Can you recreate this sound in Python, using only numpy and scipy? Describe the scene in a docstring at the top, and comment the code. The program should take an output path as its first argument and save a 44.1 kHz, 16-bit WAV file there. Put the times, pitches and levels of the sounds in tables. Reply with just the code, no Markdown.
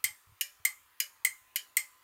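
"""In a quiet room, small relays on a circuit board pull in and drop out in turn. Each armature strikes and
rebounds within a few milliseconds: noise bursts shaped like the plastic case. Every stroke also makes a bright
tick and rings the frame and springs, built from fading sine waves. The desk and room answer with echoes and
fading noise. Beneath lie a faint filtered-noise hiss, a thin wavering sine whine and soft low handling bumps."""
import sys
import numpy as np
from scipy import signal
from scipy.io import wavfile
from scipy.ndimage import uniform_filter1d

SR = 44100
rng = np.random.default_rng(int(sys.argv[2]) if len(sys.argv) > 2 else 0)


def master_out(mix):
    """Clip the mix to full scale and print it as 16-bit PCM to the path in sys.argv[1]."""
    frames = np.transpose(np.atleast_2d(mix))
    ceiling = np.clip(frames, -1, 1)
    pcm = np.round(ceiling * 32767).astype(np.int16)
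    wavfile.write(sys.argv[1], SR, pcm)


N = 89567  # length of the scene in samples

# Names ending in T60 or t60_s give the seconds a sound takes to fade by 60 dB.
# Armatures pulling in: start_s, level_db (added to all parts), rebound_delay_s, rebound_db (against the strike),
# frame_db (added to frame modes), tilt_db (treble tilt, per octave high up), ping_hz, ping_db, tick_db
PULL_INS = [(.0411, -0.68, 0.0029, -27, -1, -2, 3150, -10, -5),
            (.6505, 0, .0026, 3.5, 2, -0.3, 1195, -23.5, -3.5),
            (1.2486, -0.07, .0017, -11, 3.5, 0.5, 4310, -28, -5.5),
            (1.7689, 0.2, .0010, -2.5, 1, -0.5, 7400, -17.5, -3)]
# Armatures dropping out: start_s, level_db, rebound_delay_s, rebound_db, frame_db, tilt_db,
# ping_hz, ping_db, tick_db
DROP_OUTS = [(.4102, -3.5, 0.0021, 5.5, -19, 0.013, 2926, -7.5, -2),
             (1.0011, -2.1, .0024, 13, 2, 0, 5020, -9, -2),
             (1.5590, -4.5, .0022, 4.5, 6, 0.034, 3110, -8.5, 0)]
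# Ringing modes of board, frame and springs: pitch_hz, t60_s, pull_in_db, drop_out_db
RING_MODES = [(579.6, 0.43, -42.5, -38.5), (856.5, 0.086, -31.5, -51), (1185, 0.03, -28.5, -37.5),
              (1664, .045, -23.5, -19), (1894.3, 0.035, -15.5, -15), (2075, 0.015, -.5, -18),
              (2177, 0.03, -8.5, -17), (2377, 0.064, -17.5, -11), (2470, 0.025, -23.5, -18),
              (2938, 0.038, -20.5, -6), (3150, 0.029, -16.5, -27), (4295, 0.0072, -17, -22),
              (5076, 0.022, -17.5, -14.5), (8320, 0.016, -4, -14.5), (8565, 0.011, -11.5, -15)]
# Relative response of the plastic case: pitch_hz, pull_in_db, drop_out_db
CASE_RESPONSE = [(100, -42, -51), (486, -30.5, -29.5), (833.3, -34.5, -34), (1460, -14, -12),
                 (1750, -6, 0.5), (2600, -1, 1), (3420, -3.5, -4), (4500, -4.5, 1.5), (6070, 0, -1),
                 (6920, 8.5, 9.5), (8030, 6, -4), (8900, 8, 3), (9700, 2, 4), (11600, 2.5, 1),
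                 (13500, 7, 6), (13600, -8.5, .5), (15250, 7, -2.5), (16200, -16.5, -6)]
# Desk echoes of the strike: delay_s, level_db
DESK_ECHOES = [(.0051, -11), (0.0086, -9)]
# Room response at each pitch: pitch_hz, t60_s, level_db
ROOM_RESPONSE = [(206, 0.79, 7), (520, 0.2, 4.5), (1106, 0.44, 2.5), (2020, 0.24, -7), (3020, .19, -5),
                 (4940, 0.19, 0), (8600, .18, -7.5), (12600, 0.21, -6), (16000, 0.12, -6.5)]
# Relative spectrum of the hiss: pitch_hz, level_db (per Hz)
HISS_SPECTRUM = [(20, -31), (50, -18), (95, -17.5), (170, -31), (270, -25), (420, -23.5), (620, -23),
                 (720, -21.5), (1010, -13), (1350, -11.5), (1550, -16.5), (1720, -14), (2100, -17.5),
                 (3050, -18.5), (3700, -22.5), (8000, -27.5), (15500, -21.5), (16200, -34)]
# Level of the whine over time: time_s, level_db
WHINE_LEVEL = [(0, -77), (0.698, -79), (1.0, -74), (1.502, -71.5), (2.001, -71)]
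# Handling bumps: start_s, level_db (before rise and fade), pitch_hz
BUMPS = [(0.053, -54, 93.4), (0.104, -58.5, 96), (.271, -56, 89), (.293, -55.5, 96), (.321, -53, 96.5),
         (.599, -58, 89.3), (1.418, -67.5, 89)]

# Plastic case: RIPPLE_DB is the spread of its random unevenness, new for every stroke
CASE_DB, CASE_T60, CASE_RISE_S = 1.5, 0.034, 0.00005
RIPPLE_DB, TILT_FROM_HZ = 2.5, 3100
# Frame: it swells, and rings on while the armature settles; the held part fades at its own rate
FRAME_FROM_HZ, FRAME_BELOW_HZ = 1900, 2300
FRAME_SWELL_S, FRAME_HOLD_S, HELD_T60 = 0.0026, 0.0083, 0.35
# Springs and all other modes, and the stroke's own ping
SPRING_SWELL_S, SPRING_HOLD_S, PING_T60 = 0.00056, 0.0025, 0.03
# How much of each ring comes back from the room, and the extra fade of that tail
FRAME_WET_DB, SPRING_WET_DB, RING_ROOM_T60 = 1, 4.5, 1
# Bright tick of first contact
TICK_T60, TICK_LOW_HZ, TICK_HIGH_HZ = 0.011, 12000, 13000
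# Room: scattered early echoes, a long late tail, and the rise of both
SCATTER_DB, SCATTER_T60, ROOM_RISE_S = -17.5, 0.063, 0.0015
LATE_DB, LATE_T60 = -18, 0.55
BUMP_RISE_S, BUMP_T60 = 0.0016, 0.091
# Hiss level, and the spread of its drifting patches
HISS_DB, PATCHY_DB = -66.5, 2.6
# Middle pitch of the whine, and the spread of its random waver
WHINE_HZ, WHINE_WAVER_HZ = 1020, 6.25
EDGE_HZ = 15950  # upper edge of the whole sound


def relay(strokes, column):
    """Each stroke ticks, cracks the case and rings frame and springs; column 1 is pull-in, 2 is drop-out."""
    out = np.zeros(N)
    for s, db, rebound_s, rebound_db, frame_db, tilt_db, ping_hz, ping_db, tick_db in strokes:
        add(out, s, amp(db + tick_db) * tick())
        add(out, s, amp(db + CASE_DB) * crack(rebound_s, rebound_db, tilt_db, column))
        ping = ring(ping_hz, PING_T60, SPRING_SWELL_S, SPRING_HOLD_S, SPRING_WET_DB)
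        add(out, s, amp(db + ping_db) * ping)
        for hz, t60, *mode_db in RING_MODES:
            if FRAME_FROM_HZ < hz < FRAME_BELOW_HZ:
                frame = ring(hz, t60, FRAME_SWELL_S, FRAME_HOLD_S, FRAME_WET_DB)
                sound = amp(frame_db) * frame
            else:
                sound = ring(hz, t60, SPRING_SWELL_S, SPRING_HOLD_S, SPRING_WET_DB)
            add(out, s, amp(db + mode_db[column - 1]) * sound)
    return out


def crack(rebound_s, rebound_db, tilt_db, column):
    """Strike and rebound shake the case's many close modes; the desk echoes and the room answers."""
    t = np.arange(SR // 10) / SR
    # the room answers the combined energy of strike and rebound
    out = room(LATE_DB) * np.hypot(1, amp(rebound_db))
    knocks = [(0, 0), (rebound_s, rebound_db)] + list(DESK_ECHOES)
    for delay_s, db in knocks:
        rise = 1 - np.exp(-t / CASE_RISE_S)
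        add(out, delay_s, amp(db) * dying_noise(t, CASE_T60) * rise)
    ripple_db = RIPPLE_DB * rng.standard_normal(size=100)
    ripple_hz = np.linspace(0, SR / 2, len(ripple_db))

    def case_db(hz):
        """Loudness the case gives each pitch, with its ripple and treble tilt."""
        tilt = tilt_db * np.log2(1 + hz / TILT_FROM_HZ)
        return read(CASE_RESPONSE, hz, column) + np.interp(hz, ripple_hz, ripple_db) + tilt

    return unit(colour(out, case_db))


def ring(hz, t60, swell_s, hold_s, wet_db):
    """One mode, a sine wave, swells, holds, dies and lingers in the room."""
    t = np.arange(SR // 5) / SR
    held_s = np.minimum(t, hold_s)
    free_s = np.maximum(t - hold_s, 0)
    fall_db = -60 * (held_s / HELD_T60 + free_s / t60)
    wave = np.sin(2 * np.pi * (hz * t + rng.random()))  # starts at a random point of its cycle
    direct = unit(amp(fall_db) * (1 - np.exp(-t / swell_s)) * wave)
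    tail = unit(signal.fftconvolve(direct, room(late_db=-39)))
    tail_s = np.arange(len(tail)) / SR
    tail_db = wet_db + read(ROOM_RESPONSE, hz, column=2) - 60 * tail_s / RING_ROOM_T60
    out = amp(tail_db) * tail
    add(out, 0, direct)
    return unit(out)


def tick():
    """Metal on metal gives a very short, bright burst: fading noise kept to a high band."""
    burst = dying_noise(np.arange(SR // 50) / SR, TICK_T60)
    band = signal.butter(1, [TICK_LOW_HZ, TICK_HIGH_HZ], "bandpass", fs=SR, output="sos")
    return unit(signal.sosfilt(band, burst))


def room(late_db):
    """The room's many echoes: noise fading at its own rate at each pitch, near scatter and a late tail."""
    t = np.arange(SR * 2 // 3) / SR
    hz, frame_s, z = signal.stft(rng.standard_normal(len(t)), SR, nperseg=256)
    t60 = read(ROOM_RESPONSE, hz)[:, None]
    level_db = read(ROOM_RESPONSE, hz, column=2)[:, None]
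    # balances the energy of long and short fades
    balance = np.sqrt(2 * np.log(1000) / (t60 * SR))
    z = z * amp(level_db - 60 * frame_s / t60) * balance
    tail = signal.istft(z, SR, nperseg=256)[1][:len(t)]
    scatter = amp(SCATTER_DB) * dying_noise(t, SCATTER_T60)
    late = amp(late_db) * dying_noise(t, LATE_T60)
    return (tail + scatter + late) * (1 - np.exp(-t / ROOM_RISE_S))


def handling():
    """Handling gives soft low bumps, each a quickly fading sine wave."""
    out = np.zeros(N)
    t = np.arange(SR // 5) / SR
    rise = 1 - np.exp(-t / BUMP_RISE_S)
    for s, db, hz in BUMPS:
        add(out, s, amp(db - 60 * t / BUMP_T60) * rise * np.sin(2 * np.pi * hz * t))
    return out


def hiss():
    """Steady noise follows a spectrum, with faint random patches drifting over pitch and time."""
    hz, _, z = signal.stft(rng.standard_normal(N), SR, nperseg=2048)
    patches = uniform_filter1d(rng.standard_normal(z.shape), size=14, axis=0)  # smooth over pitch
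    patches = uniform_filter1d(patches, size=6, axis=1)  # smooth over time
    z = z * amp(read(HISS_SPECTRUM, hz)[:, None] + PATCHY_DB * patches / patches.std())
    noise = signal.istft(z, SR, nperseg=2048)[1][:N]
    return amp(HISS_DB) * noise / noise.std()


def whine():
    """A thin sine tone wavers as smoothed noise pushes its pitch up and down."""
    waver = uniform_filter1d(rng.standard_normal(N), size=1500)
    pitch_hz = WHINE_HZ + WHINE_WAVER_HZ * waver / waver.std()
    tone = np.sin(2 * np.pi * np.cumsum(pitch_hz) / SR)
    level_db = np.interp(np.arange(N) / SR, *np.transpose(WHINE_LEVEL))
    return amp(level_db) * tone


def amp(db):
    """Turns decibels into a plain multiplier."""
    return 10 ** (np.asarray(db) / 20)


def unit(x):
    """Scales a sound to an energy of one."""
    return x / np.sqrt(np.sum(x ** 2) + 1e-20)


def read(table, hz, column=1):
    """Reads between table rows on a log-frequency axis."""
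    table = np.array(table)
    return np.interp(np.log(hz + 1), np.log(table[:, 0]), table[:, column])


def add(mix, s, sound):
    """Adds a sound to the mix at s seconds, cutting what runs past the end."""
    part = mix[max(round(s * SR), 0):][:len(sound)]
    part += sound[:len(part)]


def colour(x, curve, size=4096):
    """Filters without any sound ahead of the strike, following curve(Hz) in dB."""
    hz = abs(np.fft.fftfreq(size, 1 / SR))
    log_gain = np.log(amp(curve(hz)))
    # minimum phase: the filter responds as early as it can
    taps = np.fft.ifft(np.exp(np.conj(signal.hilbert(log_gain)))).real
    return signal.fftconvolve(x, taps[:size // 2])[:len(x)]


def dying_noise(t, t60):
    """Many close modes or echoes fade together, like noise dying away."""
    return unit(rng.standard_normal(len(t)) * amp(-60 * t / t60))


def scene():
    """Adds the relays, the handling bumps and the background as one channel."""
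    relays = relay(PULL_INS, column=1) + relay(DROP_OUTS, column=2)
    return (relays + handling() + hiss() + whine())[None]


def record(dry):
    """A low-pass filter removes the treble above the upper edge."""
    low_pass = signal.firwin(301, EDGE_HZ, window=("kaiser", 9), fs=SR)
    return signal.oaconvolve(dry, low_pass[None], "same")


dry = scene()
out = record(dry)
master_out(out)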